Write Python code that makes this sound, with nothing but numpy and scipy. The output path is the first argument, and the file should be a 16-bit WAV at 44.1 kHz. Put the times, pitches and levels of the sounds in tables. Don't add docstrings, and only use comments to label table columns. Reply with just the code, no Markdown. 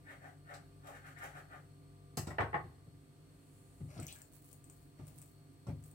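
import sys
import numpy as np
from scipy import signal
from scipy.fft import rfft, irfft, next_fast_len
from scipy.io import wavfile
from scipy.ndimage import uniform_filter1d

SR = 44100
rng = np.random.default_rng(int(sys.argv[2]) if len(sys.argv) > 2 else 0)


def file_out(sig):
    cols = np.atleast_2d(sig).T
    lim = np.clip(cols, -1, 1)
    pcm = np.round(lim * 32767).astype(np.int16)
    wavfile.write(sys.argv[1], SR, pcm)


N = 261954
TIME = np.arange(N) / SR
RING = TIME[:SR // 3]
HAND_LAG_S = -0.00037

# (f/Hz, level/dB)
PEEL_SPECTRUM = [(1500, -9), (3000, -13.5), (6000, -10.5), (8200, -1), (10000, -3.5), (12500, -5),
                 (14200, -6), (15500, 0)]


def undb(db):
    return 10 ** (np.asarray(db) / 20)


def unit(x):
    return x / np.sqrt(np.mean(x ** 2))


def unit_hit(x):
    power = np.mean(np.atleast_2d(x) ** 2, axis=0)
    return x / np.sqrt(uniform_filter1d(power, SR // 100).max())


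def pan(left_db):
    return undb(np.array([[left_db], [-left_db]]) / 2)


def add(out, s, sound):
    i = max(int(s * SR), 0)
    out[:, i:i + sound.shape[-1]] += sound[..., :N - i]


def colour(x, points):
    n = 2 * next_fast_len(x.shape[-1] // 2 + SR // 20)
    hz, db = np.transpose(points)
    bin_hz = np.arange(n // 2 + 1) * SR / n
    gain = undb(np.interp(np.log(bin_hz + 1), np.log(hz), db))
    cepstrum = irfft(np.log(gain))
    cepstrum[1:n // 2] *= 2
    cepstrum[n // 2 + 1:] = 0
    return irfft(rfft(x, n) * np.exp(rfft(cepstrum)), n)[..., :x.shape[-1]]


def rolloff(x, order, hz, kind="low"):
    return signal.sosfilt(signal.butter(order, hz, kind, fs=SR, output="sos"), x)


def resonance(x, hz, width):
    return signal.lfilter(*signal.iirpeak(hz, hz / width, fs=SR), x)


def band(x, hz, width):
    return resonance(resonance(x, hz, width), hz, width)


def waver(rate):
    knots = rng.standard_normal(int(N / SR * rate) + 2)
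    return np.interp(TIME * rate, np.arange(len(knots)), knots)


def swell(s, hold_s, attack_s, release_s):
    before, after = np.minimum(TIME - s, 0), np.maximum(TIME - s - hold_s, 0)
    return np.exp(-(before / attack_s) ** 2 - after / release_s)


def grains(rate, spread_db):
    sizes = undb(spread_db * np.minimum(rng.exponential(size=N), 4))
    return unit((rng.random(N) < rate / SR) * sizes * rng.choice([-1, 1], N))


def burst(decay_s):
    return rng.standard_normal(len(RING)) * np.exp(-RING / decay_s)


def diffuse(n, split_hz=750):
    mid, side = rfft(rng.standard_normal((2, n)))
    hz = np.arange(len(mid)) * SR / n
    coherence = .97 / (1 + (hz / split_hz) ** 2)
    return irfft(mid * np.sqrt(1 + coherence) + side * np.sqrt(1 - coherence) * [[1], [-1]], n)


def room(x, wet_db, lag_s=0):
    early_t60_s, late_t60_s, late_db = 0.21, 0.68, -21.5
    early = diffuse(len(RING)) * undb(-60 * RING / early_t60_s)
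    late = diffuse(len(RING)) * undb(late_db - 60 * RING / late_t60_s)
    response = unit(early + rolloff(late, order=1, hz=1500)) / np.sqrt(len(RING)) * undb(wet_db)
    lag = round(lag_s * SR)
    response[[0, 1], [max(lag, 0), max(-lag, 0)]] += 1
    heard = signal.fftconvolve(np.atleast_2d(x), response, axes=1)[:, :x.shape[-1]]
    return heard / np.hypot(1, undb(wet_db))


def fridge():
    # (f/Hz, level/dB)
    air_spectrum = [(25, -26.5), (55, -4), (80, -13.5), (125, -2), (160, 1.5), (210, -22), (290, -21),
                    (430, -16), (700, -24), (1400, -27.5), (3000, -30.5), (6500, -36.5), (10000, -34.5),
                    (16000, -40.5)]
    # (f/Hz, level/dB)
    tones = [(53.8, -73.5), (96.9, -65.5), (145.3, -63.5), (279.9, -72.5), (393.0, -74), (489.9, -82),
             (694.4, -79), (1184, -80)]
    # (f/Hz, width/Hz, level/dB, left minus right/dB)
    hiss_bands = [(276, 88, -71, -9.5), (8300, 730, -82.5, 12)]
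    hum_waver_db = 2.3 * waver(2.8)
    out = unit(colour(diffuse(N), air_spectrum)) * undb(-64 + .5 * waver(4.5))
    for hz, db in tones:
        phase = 2 * np.pi * hz * TIME + 0.69 * waver(8.8) + np.array([[0], [min(hz / 600, 2)]])
        out += np.sqrt(2) * np.sin(phase) * undb(db + hum_waver_db + 0.54 * waver(6.4)) * pan(0.68)
    flow = diffuse(N)
    for hz, width, db, left_db in hiss_bands:
        out += unit(band(flow, hz, width)) * undb(db + 0.59 * waver(17)) * pan(left_db)
    whine = unit(band(flow, hz=4350, width=200)) * undb(-83.5 + 1.5 * waver(11))
    return out + whine * pan(1.4)


def sliding():
    # (f/Hz, level/dB)
    slip_spectrum = [(210, -40), (350, -17), (707, 2.5), (850, -7.5), (1020, -14.5), (1240, -5), (1430, -8),
                     (1490, -7.5), (1750, -6.5), (1900, -6), (2210, -5), (2740, -14.5), (4000, -23),
                     (5200, -63), (8800, -120)]
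    # (fastest at t/s, length/s, lower body/dB, upper body/dB, grit/dB, favoured resonance f/Hz)
    strokes = [(0.117, 0.091, -58, -50, -67, 1660), (0.266, 0.092, -53.5, -57.5, -67.5, 1630),
               (.53, 0.1, -53.5, -51.5, -66.5, 1510), (0.894, 0.098, -51, -55, -60.5, 1250),
               (0.963, .07, -63.5, -55.5, -68, 1630), (1.085, 0.1, -62.5, -54, -65, 1510),
               (1.185, 0.029, -83, -51, -64.5, 1760), (1.248, .085, -48.5, -47.5, -54.5, 1540),
               (1.383, 0.088, -53.5, -52.5, -66, 1500), (1.549, .08, -55.5, -53.5, -68.5, 1440)]
    # (f/Hz, level/dB)
    grit_spectrum = [(1500, -7), (3000, 7), (4200, -2), (8000, 4.5), (11000, -3), (15000, -3)]
    lead_s = 0.0098
    slips = unit(colour(grains(rate=3100, spread_db=2), slip_spectrum))
    low, high = (unit(rolloff(slips, order=4, hz=1000, kind=kind)) for kind in ("low", "high"))
    grit = unit(colour(grains(rate=1100, spread_db=4.5), grit_spectrum))
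    out = np.zeros(N)
    for s, length_s, low_db, high_db, grit_db, ring_hz in strokes:
        push, lead = (swell(at, 0, 0.44 * length_s, 0.35 * length_s) for at in (s, s - lead_s))
        upper = unit(unit(band(high, ring_hz, width=800)) + undb(-3) * high)
        out += push * (low * undb(low_db) + grit * undb(grit_db)) + lead * upper * undb(high_db)
    return room(out, wet_db=5.5, lag_s=-0.0004) * pan(3.7)


def crack(db):
    # (f/Hz, level/dB)
    crack_spectrum = [(900, -16), (1400, -32), (1750, 3), (2100, -19), (2720, 0.5), (3350, -11),
                      (4500, 1.5), (7000, -4), (8000, 2.5), (9500, -8.5), (12500, -8.5), (15500, -10.5)]
    contact = colour(burst(decay_s=0.0018), crack_spectrum)
    return unit_hit(room(contact, wet_db=12.5)) * undb(db) * pan(3.7)


def ticks():
    # (t/s, level/dB)
    contacts = [(.539, -54), (5.668, -63)]
    out = np.zeros((2, N))
    for s, db in contacts:
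        add(out, s, rolloff(crack(db), order=2, hz=9000))
    return out


def thump(db, ring_hz, pat_db, lag_s):
    # (f/Hz, T60/s, level/dB)
    modes = [(77.9, 0.63, -1.5), (103.6, 0.51, 0), (131, 0.36, -0.5), (150.5, 0.51, -0.5), (167, 0.18, 2.5),
             (242.2, 0.36, -7), (278, 0.43, -7), (380, 0.057, -6), (425, 0.089, -9)]
    # (f/Hz, level/dB)
    pat_spectrum = [(30, -39), (80, -10), (200, 4.5), (350, 7), (450, -3), (740, -0.5), (1050, -14.5),
                    (1350, -10), (1700, -23.5), (2100, -18.5), (5000, -32.5), (12000, -40)]
    ring = 0
    for hz, t60, mode_db in modes:
        place_db = -8 * abs(np.log2(hz / ring_hz))
        phase = 2 * np.pi * hz * RING + 2.01 * rng.standard_normal()
        ring += undb(mode_db + place_db - 60 * RING / t60) * np.sin(phase)
    ring *= 1 - np.exp(-RING / 0.0024)
    ring = rolloff(ring, order=3, hz=64.3, kind="high")
    pat = room(colour(burst(decay_s=0.0066), pat_spectrum), wet_db=18, lag_s=lag_s)
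    ring = room(ring, wet_db=-18, lag_s=lag_s)
    return unit_hit(ring) * undb(db) * pan(0.83) + unit_hit(pat) * undb(pat_db) * pan(1.2)


def knocks():
    # (f/Hz, width/Hz, level/dB)
    modes = [(353, 25, -12), (480, 26, -6.5), (610, 77, -12), (700, 61, 1.5), (838, 47, 1),
             (1080, 27.6, -2.5), (1138, 67, -1.5), (1235, 58, -3.5), (1470, 62, -10), (1597, 52, -8),
             (1817, 77, 0), (1970, 68, -0.5), (2280, 79, -9), (2690, 92, -11), (3060, 100, -15)]
    # (t/s, ring level/dB, contact bandwidth/Hz, scrape/dB, crack/dB, thump/dB, pat/dB)
    impacts = [(2.171, -45.5, 2500, -50.5, -39, -38.5, -42.5), (2.27, -57, 2500, -59, -53.5, -44.5, -45.5),
               (2.304, -53, 5000, -49.5, -62.5, -57, -69), (2.383, -32, 2980, -34.5, -66, -39, -66),
               (2.404, -40, 2950, -34.5, -63.5, -41.5, -46), (2.529, -40.5, 2190, -60, -91, -58, -60),
               (2.541, -32, 2250, -42.5, -86, -42.5, -49)]
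    # (f/Hz, level/dB)
    scrape_spectrum = [(250, -10.5), (700, -2), (1300, -7), (2000, -9.5), (2450, -22), (3200, -26),
                       (4500, -35.5), (8000, -60)]
    lag_s = 0.00029
    impulse = signal.unit_impulse(len(RING))
    ring = sum((-1) ** k * undb(db) / width * resonance(impulse, hz, width) * pan(4 * np.log2(hz / 900))
               for k, (hz, width, db) in enumerate(modes))
    out = np.zeros((2, N))
    for s, db, contact_hz, scrape_db, crack_db, thump_db, pat_db in impacts:
        blow = rolloff(ring, order=3, hz=contact_hz)
        scrape = colour(burst(decay_s=0.011), scrape_spectrum)
        add(out, s, unit_hit(room(blow, wet_db=5.5, lag_s=lag_s)) * undb(db))
        add(out, s, unit_hit(room(scrape, wet_db=9)) * undb(scrape_db) * pan(2.8))
        add(out, s, crack(crack_db) + thump(thump_db, ring_hz=115, pat_db=pat_db, lag_s=lag_s))
    return out


def bumps():
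    # (t/s, ring level/dB, favoured f/Hz, pat level/dB)
    impacts = [(2.64, -49, 111, -58), (2.867, -49.5, 108, -70), (3.804, -41.5, 130, -58.5),
               (3.962, -47, 146, -54.5), (3.987, -43.5, 127, -47.5), (4.025, -46.5, 66, -78),
               (4.994, -45, 145, -55.5), (5.667, -42.5, 166, -48.5), (5.685, -38, 160, -50)]
    out = np.zeros((2, N))
    for s, db, ring_hz, pat_db in impacts:
        add(out, s, thump(db, ring_hz, pat_db, HAND_LAG_S))
    return out


def sleeve():
    # (f/Hz, level/dB)
    cloth_spectrum = [(2000, -14), (5000, -22), (7500, -1), (9500, 0), (12000, -11), (15500, -9)]
    reach = swell(3.61, hold_s=0.33, attack_s=0.27, release_s=0.11)
    return unit(colour(diffuse(N), cloth_spectrum)) * reach * undb(-73 + 0.86 * waver(9.8)) * pan(0.33)


def squish():
    # (t/s, hold/s, level/dB)
    presses = [(3.9, 0.075, -61.5), (4.993, 0.034, -70.5)]
    # (f/Hz, level/dB)
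    squish_spectrum = [(300, -11), (600, 13.5), (1000, 3), (2200, 1.5), (3500, -8), (4800, -4.5),
                       (9000, -6), (15000, -18)]
    pressing = sum(undb(db) * swell(s, hold_s, attack_s=0.015, release_s=0.14)
                   for s, hold_s, db in presses)
    return unit(colour(grains(rate=2800, spread_db=4), squish_spectrum)) * pressing


def squelches():
    # (t/s, level/dB, f/Hz)
    pockets = [(3.977, -58.5, 4400), (4.022, -58.5, 2220), (4.082, -53.5, 3020), (4.103, -57.5, 3370),
               (4.153, -58.5, 1600), (4.195, -67, 1550)]
    out = np.zeros((2, N))
    for s, db, hz in pockets:
        add(out, s, unit_hit(band(burst(decay_s=0.021), hz, width=0.59 * hz)) * undb(db))
    return out


def wet_clicks():
    # (t/s, ring level/dB, f/Hz)
    films = [(4, -51.5, 8300), (4.03, -55.5, 8200), (4.0675, -48, 6660), (4.0808, -50.5, 8360),
             (4.1261, -51, 8560), (4.161, -57.5, 7600), (4.218, -52.5, 7950), (4.335, -63, 8150),
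             (4.5292, -54.5, 8400), (4.642, -58, 8160), (4.6987, -54.5, 8320), (5.069, -61.5, 8900),
             (5.1858, -57, 8400), (5.217, -56.5, 8300), (5.839, -59.5, 8230), (5.9132, -60, 8000)]
    out = np.zeros((2, N))
    for s, db, hz in films:
        pop = burst(decay_s=0.00047)
        snap = unit_hit(band(pop, hz, width=1800)) + undb(1.5) * unit_hit(colour(pop, PEEL_SPECTRUM))
        add(out, s, snap * undb(db))
    return out


def peeling():
    # (t/s, hold/s, level/dB)
    pulls = [(4, 0.18, -62), (4.335, 0.014, -62), (4.424, 0.094, -65.5), (4.657, 0.18, -68.5),
             (5.067, 0.014, -62.5), (5.163, 0.051, -60.5), (5.842, 0.043, -64)]
    envelope = undb(-78.5) * (TIME > pulls[0][0])
    for s, hold_s, db in pulls:
        envelope = np.maximum(envelope, undb(db) * swell(s, hold_s, attack_s=0.015, release_s=0.076))
    crackle = np.array([grains(rate=330, spread_db=5) for _ in range(2)])
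    return unit(colour(crackle, PEEL_SPECTRUM)) * envelope


def scene():
    out = fridge() + sliding() + ticks() + knocks() + bumps() + sleeve()
    dough = squish() + squelches() + wet_clicks() + peeling()
    return out + room(dough, wet_db=-1, lag_s=HAND_LAG_S) * pan(5.2)


def record(dry):
    # (f/Hz, right minus left/dB)
    balance = [(100, -1.5), (350, 0), (1200, 2), (2500, -0.1), (8500, 0), (12000, 6.5), (16000, 2.5)]
    top_hz = 15850
    heard = np.array([colour(channel, [(hz, side * db / 2) for hz, db in balance])
                      for channel, side in zip(dry, (-1, 1))])
    return signal.sosfilt(signal.ellip(10, .2, 70, top_hz, fs=SR, output="sos"), heard)


dry = scene()
out = record(dry)
file_out(out)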